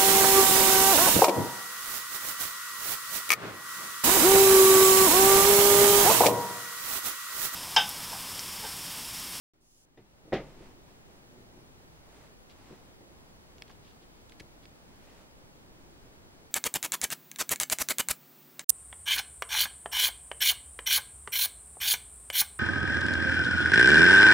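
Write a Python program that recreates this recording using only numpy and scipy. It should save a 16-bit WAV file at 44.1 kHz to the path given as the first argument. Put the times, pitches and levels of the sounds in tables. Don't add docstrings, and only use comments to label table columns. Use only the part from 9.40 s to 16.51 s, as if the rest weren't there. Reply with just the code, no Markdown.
import sys
import numpy as np
from scipy import signal
from scipy.fft import rfft, irfft
from scipy.io import wavfile
from scipy.ndimage import uniform_filter1d

SR = 44100
rng = np.random.default_rng(int(sys.argv[2]) if len(sys.argv) > 2 else 0)


def wav_record(signal):
    frames = np.transpose(np.atleast_2d(signal))
    bounded = np.clip(frames, -1, 1)
    quanta = np.round(bounded * 32767).astype(np.int16)
    wavfile.write(sys.argv[1], SR, quanta)


N = 313551
T = np.arange(N) / SR
RING_SIZE = 24000
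RING_T = T[:RING_SIZE]
OPPOSED = np.array([[1], [-1]])
BACKGROUND_START_S = 0.135


# pitch in Hz, level in dB, seconds to fade 60 dB.
CAP_NOTES = [(1800, -6, 0.013), (2310, -2.5, 0.015), (2700, -4, 0.013), (3440, -1, 0.0086),
             (4460, -2, 0.0092), (5340, -3.5, 0.0078), (9300, -9.5, 0.0075)]
# start in seconds, level in dB, pitch multiplier, treble cut-off in Hz,
# level of the sharp click in dB relative to the tick, number of bounces.
KEY_TICKS = [(3.098, -53.5, 1.2, 8950, -2, 0), (3.112, -54, 0.98, 9000, 1, 0),
             (4.1825, -48, 1.24, 8070, -20, 0), (4.2217, -32.5, 0.97, 8000, -10.5, 0),
             (4.2805, -51, 0.92, 9000, -10, 0), (4.2970, -48, 0.67, 4000, -8, 0),
             (4.3007, -36.5, 0.48, 1200, -18, 1), (4.3122, -51, 1.24, 9000, -8, 0),
             (4.896, -48, 1.5, 12000, 0, 0), (4.9213, -44, 0.92, 8000, -15, 0),
             (4.9980, -42, 0.88, 7000, -2.5, 0), (5.0015, -34, 0.953, 2290, -8, 2),
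             (5.2547, -44.5, 0.98, 8030, -12, 0)]

def key_ticks(bounce_gap_s=0.00366, left_minus_right_db=-1):
    out = np.zeros((2, N))
    click_colour = [(500, 10.5), (2000, -16), (5000, 2), (9000, -10.0), (15000, -18)]
    for start, tick_db, pitch, contact_hz, click_db, count in KEY_TICKS:
        cap = undb(-3) * cut_bass(ring(CAP_NOTES, pitch), hz=900)
        for _, delay, db in bounces(tick_db, count, bounce_gap_s, gap_ratio=0.95, loss_db=-4):
            click = burst(click_colour, db=click_db, fade_s=0.0095)
            side = burst(click_colour, db=-13, fade_s=0.016)
            desk_echo = burst(KEY_HISS_COLOUR, db=-33, fade_s=0.13)
            tick = click + soften(cap + desk_echo + OPPOSED * side, contact_hz)
            add(out, start + delay, undb(db + OPPOSED * left_minus_right_db / 2) * tick)
    return out


# frequency in Hz, strength in dB.
KEY_HISS_COLOUR = [(500, -3), (1800, 0), (3300, 7), (4700, 2), (6000, -7), (15000, -27)]
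# middle in seconds, rough length in seconds, level in dB.
FINGER_RUBS = [(3.112, 0.027, -61), (4.305, 0.057, -67), (4.478, 0.069, -64.5), (4.632, 0.021, -65),
               (4.755, 0.066, -72.5), (4.928, 0.012, -66), (5.236, 0.015, -62.5)]

def fingertip_rubs():
    loudness = sum(undb(db) * np.exp(-2 * ((T - middle) / length) ** 2)
                   for middle, length, db in FINGER_RUBS)
    return loudness * friction(KEY_HISS_COLOUR, grain_db=1.5, side_db=-6)


# pitch in Hz, level in dB, seconds to fade 60 dB.
DESK_NOTES = [(42.7, -30.5, 0.89), (101, -28, 0.26), (144.7, -27.5, 0.41), (204.4, -22, 0.25),
              (312.5, -6.5, 0.092), (371, -11, 0.15), (444.5, -10.5, 0.098), (539, -14, 0.2),
              (587.6, -22.5, 0.24), (638, -16.5, 0.15), (722, -24, 0.19), (764, -16.5, 0.13),
              (906, -22, 0.17), (1253, -27.5, 0.21), (1960, -19, 0.11), (2050, -27, 0.21),
              (3594, -19.5, 0.078)]
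# frequency in Hz, strength in dB.
RATTLE_COLOUR = [(40, -19), (130, -2), (400, -4), (720, -5.5), (950, -14.5), (1550, -14.5), (2000, -10),
                 (2300, -13.5), (3700, -18), (5400, -24), (8000, -34.5), (15000, -46)]
# start in seconds, level in dB, treble cut-off in Hz (low is a soft
DESK_BLOWS = [(0.574, -46, 4500, 0), (0.587, -35.5, 190, 0), (0.850, -45, 496, 0), (0.873, -43, 600, 0),
              (0.9221, -17.5, 1000, 0), (0.9275, -17.5, 2900, 0), (0.9360, -22.5, 6600, 3),
              (1.203, -41, 600, 0), (3.305, -31.5, 210, 0), (3.322, -47, 1200, 0), (3.606, -47, 1200, 0),
              (5.003, -27, 110, 0)]

def desk_bumps(bounce_gap_s=0.0098):
    out = np.zeros((2, N))
    ringing = ring(DESK_NOTES)
    attack = 1 - np.exp(-RING_T / 0.00031)
    side_colour = [(200, -13), (2000, -5), (4500, -1), (9000, -15)]
    for start, blow_db, blow_hz, count in DESK_BLOWS:
        for bounce, delay, db in bounces(blow_db, count, bounce_gap_s, gap_ratio=1.85, loss_db=-3.5):
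            contact_hz = blow_hz * 0.48 ** bounce
            rattle = burst(RATTLE_COLOUR, db=-12, fade_s=0.22)
            room_echo = undb(-29) * decay(fade_s=0.7) * soften(noise(RATTLE_COLOUR, RING_SIZE), hz=1200)
            side = burst(side_colour, db=-26, fade_s=0.28)
            crack = undb(-46) * decay(fade_s=0.15) * rng.standard_normal((2, RING_SIZE))
            thud = soften(ringing + attack * (rattle + room_echo + OPPOSED * side), contact_hz)
            add(out, start + delay, undb(db) * (thud + attack * crack))
    return out


# frequency in Hz, strength in dB.
SLEEVE_COLOUR = [(100, -1), (500, 9.5), (900, 10.5), (1300, 5.5), (2000, 5.5), (4000, -2), (8000, -7.5),
                 (11000, -10), (15000, -17)]
# fastest moment in seconds, rise in seconds, fall in seconds,
# level in dB, treble cut-off in Hz (a higher cut-off gives a brighter rustle).
HAND_STROKES = [(1.08, 0.089, 0.07, -62, 11000), (1.24, 0.084, 0.1, -60.3, 8000),
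                (1.49, 0.02, 0.06, -66, 8000), (2.81, 0.13, 0.1, -61.5, 14000),
                (3.32, 0.18, 0.095, -62, 9000), (5.80, 0.29, 0.06, -62.5, 14000)]

def sleeve_rustle():
    sliding = friction(SLEEVE_COLOUR, grain_db=1.3, side_db=-12)
    return sum(undb(db) * swell(peak, rise, fall) * soften(sliding, top_hz)
               for peak, rise, fall, db, top_hz in HAND_STROKES)


# frequency in Hz, strength in dB.
RUMBLE_COLOUR = [(20, 15), (60, -10), (110, 2), (200, -2.5), (380, -0.5), (600, -29), (1500, -38),
                 (6000, -65)]
# strongest moment in seconds, rise in seconds, fall in seconds,
# level in dB, bass cut-off in Hz.
HANDLING_RUMBLES = [(0.16, 0.1, 0.43, -68, 10), (1.2, 0.22, 0.27, -52, 16), (1.97, 0.15, 0.11, -52.5, 72),
                    (2.19, 0.097, 0.06, -52.5, 70), (6.4, 0.4, 0.35, -59, 10)]

def handling_rumbles():
    rumble = noise(RUMBLE_COLOUR)
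    return sum(undb(db) * swell(peak, rise, fall) * cut_bass(rumble, low_hz)
               for peak, rise, fall, db, low_hz in HANDLING_RUMBLES)


# frequency in Hz, strength in dB.
HIGH_SIZZLE_COLOUR = [(1000, -37), (2800, -3), (4000, -5), (4900, 1), (5700, 1.5), (6600, 5), (8000, -1),
                      (10000, 1.5), (12500, -8), (15500, -4)]

def sizzle():
    gate = switch_on(0.198, ramp_s=0.015) - switch_on(0.452, ramp_s=0.003)
    loudness = undb(-65) * gate * swell(peak_s=0.37, rise_s=0.17, fall_s=0.15)
    side = noise(HIGH_SIZZLE_COLOUR)
    middle = undb(-6) * noise(HIGH_SIZZLE_COLOUR)
    return loudness * (middle + OPPOSED * side)


# frequency in Hz, strength in dB.
ROOM_MIDDLE_COLOUR = [(20, -0.5), (45, 0.5), (75, -1), (200, -3.5), (370, -5.5), (600, -9.5), (850, -12),
                      (1300, -18), (2200, -22), (2700, -24.5), (4500, -26.5), (7000, -31), (11000, -34.5),
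                      (15500, -38.5)]
# frequency in Hz, strength in dB.
ROOM_SIDE_COLOUR = [(20, 5), (90, 1.5), (250, -1), (500, -4.5), (900, -7), (1400, -9.5), (3000, -12.5),
                    (7000, -17), (12000, -20), (15500, -21.5)]

def room_noise(level_db=-57.5, waver_db=0.47):
    waver = signal.resample(rng.standard_normal(size=70), N)
    middle = undb(level_db + waver_db * waver) * noise(ROOM_MIDDLE_COLOUR)
    side = undb(level_db) * noise(ROOM_SIDE_COLOUR)
    return middle + OPPOSED * side


WHINE_PITCHES = [4737, 12800, 15256, 15601, 15735]
# level in the middle in dB, level at the sides in dB.
WHINE_LEVELS = [(-86.5, -84), (-87, -81), (-91, -84), (-85, -76), (-88, -88)]

def electronic_whine(lowest_start_s=2.4):
    out = np.zeros((2, N))
    for hz, (middle_db, side_db) in zip(WHINE_PITCHES, WHINE_LEVELS):
        phase = 2 * np.pi * (hz * T + rng.random())
        gate = switch_on(lowest_start_s, ramp_s=0.2) if hz == min(WHINE_PITCHES) else 1
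        tone = undb(middle_db) * np.sin(phase) + OPPOSED * undb(side_db) * np.cos(phase)
        out += np.sqrt(2) * gate * tone
    return out


def friction(colour, grain_db, side_db):
    roughness = uniform_filter1d(rng.standard_normal(N), size=180)
    grip = undb(grain_db * roughness / roughness.std())
    grip /= np.sqrt(np.mean(grip ** 2))
    return grip * (noise(colour) + undb(side_db) * OPPOSED * noise(colour))


def bounces(db, count, gap_s, gap_ratio, loss_db):
    delay = 0
    for bounce in range(count + 1):
        yield bounce, delay, db + bounce * loss_db
        delay += gap_s * gap_ratio ** bounce


def ring(notes, pitch=1):
    return sum((-1) ** k * undb(db) * decay(fade_s) * np.sin(2 * np.pi * hz * pitch * RING_T)
               for k, (hz, db, fade_s) in enumerate(notes))


def noise(colour, size=N):
    hz, db = np.transpose(colour)
    frequencies = np.maximum(np.fft.rfftfreq(size, 1 / SR), 1)
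    gains = undb(np.interp(np.log(frequencies), np.log(hz), db))
    hiss = irfft(rfft(rng.standard_normal(size)) * gains, size)
    return hiss / hiss.std()


def burst(colour, db, fade_s):
    return undb(db) * decay(fade_s) * noise(colour, RING_SIZE)


def decay(fade_s):
    return np.exp(-np.minimum(np.log(1000) * RING_T / fade_s, 20))


def swell(peak_s, rise_s, fall_s):
    width_s = np.where(T < peak_s, rise_s, fall_s)
    return np.exp(-np.minimum(((T - peak_s) / width_s) ** 2, 30))


def switch_on(start_s, ramp_s):
    return np.clip((T - start_s) / ramp_s, 0, 1)


def soften(sound, hz):
    return signal.sosfilt(signal.butter(2, min(hz, SR / 3), fs=SR, output="sos"), sound)


def cut_bass(sound, hz):
    return signal.sosfilt(signal.butter(2, hz, "highpass", fs=SR, output="sos"), sound)


def undb(db):
    return 10 ** (np.asarray(db) / 20)


def add(out, start_s, sound):
    first = int(start_s * SR)
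    out[:, first:first + sound.shape[-1]] += sound[..., :N - first]


def scene(fade_depth_db=-14.5, fade_halfway_s=0.65):
    foreground = desk_bumps() + key_ticks() + sleeve_rustle() + fingertip_rubs()
    fade_in = undb(fade_depth_db / (1 + (T / fade_halfway_s) ** 4.5))
    background = handling_rumbles() + fade_in * (room_noise() + electronic_whine())
    return foreground + sizzle() + switch_on(BACKGROUND_START_S, ramp_s=0.001) * background


def record(dry):
    top_hz = 15800
    return signal.sosfilt(signal.ellip(10, .2, 70, top_hz, fs=SR, output="sos"), dry)


dry = scene()
out = record(dry)
wav_record(out)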